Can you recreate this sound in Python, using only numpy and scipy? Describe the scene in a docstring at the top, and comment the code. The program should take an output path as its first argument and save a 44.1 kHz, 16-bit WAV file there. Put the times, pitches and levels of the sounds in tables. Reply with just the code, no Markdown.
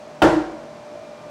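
"""A steel fuel tank gives one sudden bang in a small workshop.
The shell cracks and rings briefly; close low modes beat as the boom dies into the room.
A fan hums throughout, over steady room hum and rushing air.
Its pitch sags at the bang and creeps back; its level rises slowly from the bang on."""
import sys
import numpy as np
from scipy import signal
from scipy.fft import rfft, irfft, next_fast_len
from scipy.io import wavfile
from scipy.ndimage import uniform_filter1d, minimum_filter1d, map_coordinates

SR = 44100
rng = np.random.default_rng(int(sys.argv[2]) if len(sys.argv) > 2 else 0)


def dump(signal):
    """Clip the signal to [-1, 1] and save it as 16-bit WAV at the path in sys.argv[1]."""
    limited = np.clip(np.atleast_2d(signal).T, -1, 1)
    pcm = np.round(limited * 32767).astype(np.int16)
    wavfile.write(sys.argv[1], SR, pcm)


N = 57330

# workshop hum lines (frequency [Hz], rms level [dB])
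HUM_LINES = [(119.5, -65), (156, -59.5), (222, -56), (240, -55), (292, -60.5), (350, -61.5), (548, -64),
             (645, -51.5), (1049, -66.5), (1193, -66)]
# rushing air (frequency [Hz], relative density [dB])
AIR_SPECTRUM = [(25, -32), (50, -9), (90, -10), (140, -2), (230, -3.5), (450, 0), (620, 3.5), (800, 2),
                (1100, -5.5), (1800, -11), (3000, -16.5), (6000, -20.5), (9000, -29.5), (12000, -40),
                (15500, -47)]
# fan tones (multiple of blade pitch, rms level before the bang [dB])
FAN_HARMONICS = [(1, -45), (4, -67)]
# wash of shell and room (frequency [Hz], relative density [dB])
WASH_SPECTRUM = [(25, -26), (60, -32), (105, -7.5), (180, -2.5), (250, -5), (320, -5.5), (400, 0.5),
                 (600, 0), (900, 0), (1200, -8), (1600, -7.5), (2300, -19), (4000, -23.5), (8000, -32),
                 (15500, -50.5)]
# wash decay (frequency [Hz], T60 [s])
WASH_DECAY = [(100, 0.57), (500, 0.6), (900, 0.6), (2000, 0.65), (6000, 0.62), (14000, 0.37)]
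# brief, hard resonances of the blow (frequency [Hz], gain [dB], rise [s], T60 [s])
CLANK_MODES = [(830, 5, 0.001, 0.0093), (1420, 4, 0.016, 0.053), (2642, -15.5, 0.0024, 0.047),
               (3067, -10.5, 0.0025, 0.032)]
# first snap of the sheet (frequency [Hz], relative density [dB])
CRACK_SPECTRUM = [(60, -37), (350, -44), (800, 3.5), (1500, -7.5), (2200, -11.5), (3100, -9.5), (5000, -20),
                  (9000, -32.5), (15500, -34)]
# steel shell ring (frequency [Hz], gain [dB], T60 [s])
SHELL_MODES = [(431, -23.5, 0.53), (490, -20, 0.51), (554, -17.5, .42), (586.2, -16.5, 0.32),
               (616.6, -14.5, 0.45), (660, -29, .42), (756.4, -19.5, 0.69), (807.6, -26, 0.6),
               (870, -39, .58), (923, -25, .62), (967, -32, 0.83), (1077, -36, 0.96), (1102, -25, 0.43),
               (1390, -23.5, 0.59)]
# close modes of the hollow boom (frequency [Hz], gain [dB])
BOOM_MODES = [(305, -6), (310.7, -4), (317.1, -8), (329.2, -8.5), (331.7, -14.5), (336, -4.5), (370, -13.5)]
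# deep air modes (frequency [Hz], gain [dB], T60 [s])
THUD_MODES = [(49.5, -30, 0.77), (71.6, -26.5, .5), (123.3, -23.5, 0.38), (156.6, -27.5, .5)]

BANG_S = 0.2187
AIR_DB, HUM_FLUTTER_DB, HUM_WAVER_RAD = -43, 4, 0.51
BLADE_HZ, FAN_WAVER_HZ, FAN_FLUTTER_DB, FAN_GROWTH_DB_PER_S = 599.2, 2.2, 2.5, 4
SAG_HZ, SAG_S, RECOVER_S, SETTLED_DROP_HZ = 18, 0.2596, 0.168, 4.05
WASH_DB, WASH_RISE_S = -12, 0.0029
CRACK_DB, CRACK_RISE_S, CRACK_T60_S = -14.5, 0.0008, 0.095
SHELL_RISE_S, THUD_RISE_S = 0.009, 0.0033
BOOM_RISE_S, BOOM_T60_S = 0.055, 0.52
CEILING, LIMITER_S, LOWPASS_HZ = 0.84, 0.0066, 15750


def amp(db):
    """Decibels to gain."""
    return 10 ** (np.asarray(db) / 20)


def along(points, hz):
    """Interpolate (frequency [Hz], value) points on a log frequency axis."""
    knots_hz, values = np.transpose(points)
    return np.interp(np.log(hz + 1), np.log(knots_hz + 1), values)


def wobble(knots_per_s):
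    """Smooth random curve, rms near 1."""
    return map_coordinates(rng.standard_normal(N), [np.arange(N) * knots_per_s / SR + 2], order=3)


def filtered(x, response):
    """Zero-phase filter with gain response(hz)."""
    size = next_fast_len(N + SR // 2)
    hz = np.fft.rfftfreq(size, 1 / SR)
    return irfft(rfft(x, size) * response(hz), size)[..., :N]


def noise(spectrum):
    """Coloured noise, rms 1."""
    x = filtered(rng.standard_normal(N), lambda hz: amp(along(spectrum, hz)))
    return x / x.std()


def since_bang():
    """Time since the bang [s], zero before it."""
    return np.maximum(np.arange(N) / SR - BANG_S, 0)


def decay(t, t60_s):
    """Gain falling 60 dB per t60_s."""
    return np.exp(-np.log(1000) * t / t60_s)


def struck(rise_s, t60_s):
    """Envelope: swells from the bang, dies away."""
    t = since_bang()
    return (1 - np.exp(-t / rise_s)) * decay(t, t60_s)


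def mode(hz, db, rise_s, t60_s):
    """One resonance excited by the bang."""
    return amp(db) * struck(rise_s, t60_s) * np.sin(2 * np.pi * hz * since_bang())


def alternating_modes(modes, rise_s):
    """Sum of modes; neighbours swing in opposite senses."""
    return sum((-1) ** k * mode(hz, db, rise_s, t60_s) for k, (hz, db, t60_s) in enumerate(modes))


def workshop():
    """Slightly unsteady hum lines over rushing air."""
    t = np.arange(N) / SR
    hum = 0
    for hz, db in HUM_LINES:
        rms = amp(db + HUM_FLUTTER_DB * wobble(12.11))
        phase_rad = 2 * np.pi * (hz * t + rng.random()) + HUM_WAVER_RAD * wobble(14.67)
        hum += rms * np.sin(phase_rad)
    return np.sqrt(2) * hum + amp(AIR_DB) * noise(AIR_SPECTRUM)


def fan():
    """Blade tone: slows after the bang, recovers to just under its old pitch, grows louder."""
    t = since_bang()
    slowing = np.minimum(t / SAG_S, 1)
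    sag_left = np.exp(-np.maximum(t - SAG_S, 0) / RECOVER_S)
    drop_hz = slowing * (SETTLED_DROP_HZ + (SAG_HZ - SETTLED_DROP_HZ) * sag_left)
    pitch_hz = BLADE_HZ - drop_hz + FAN_WAVER_HZ * wobble(25.8)
    phase_rad = 2 * np.pi * np.cumsum(pitch_hz) / SR
    tones = 0
    for multiple, db in FAN_HARMONICS:
        rms = amp(db + FAN_GROWTH_DB_PER_S * t + FAN_FLUTTER_DB * wobble(17.7))
        tones += rms * np.sin(multiple * phase_rad)
    return np.sqrt(2) * tones


def wash():
    """Dense weak modes of shell and room, as noise; each band decays at its own rate."""
    hz, frame_s, bands = signal.stft(noise(WASH_SPECTRUM), SR, nperseg=512)
    bands *= decay(np.maximum(frame_s - BANG_S, 0), along(WASH_DECAY, hz)[:, None])
    tail = signal.istft(bands, SR)[1][:N]
    onset = 1 - np.exp(-since_bang() / WASH_RISE_S)
    return amp(WASH_DB) * tail * onset


def tank():
    """One blow: the sheet clanks and cracks, the shell rings, close modes beat, air modes thud."""
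    clank = sum(mode(*row) for row in CLANK_MODES)
    crack = amp(CRACK_DB) * struck(CRACK_RISE_S, CRACK_T60_S) * noise(CRACK_SPECTRUM)
    shell = alternating_modes(SHELL_MODES, SHELL_RISE_S)
    boom = sum(mode(hz, db, BOOM_RISE_S, BOOM_T60_S) for hz, db in BOOM_MODES)
    thud = alternating_modes(THUD_MODES, THUD_RISE_S)
    return clank + crack + shell + boom + thud


def scene():
    """Bang and wash over fan and workshop, mono."""
    return (tank() + wash() + fan() + workshop())[None]


def record(dry):
    """Fast peak limiter, then brick-wall low-pass."""
    window = int(LIMITER_S * SR)
    needed_gain = CEILING / np.maximum(np.abs(dry), CEILING)
    gain = uniform_filter1d(minimum_filter1d(needed_gain, window), window)
    return filtered(dry * gain, lambda hz: hz < LOWPASS_HZ)


dry = scene()
out = record(dry)
dump(out)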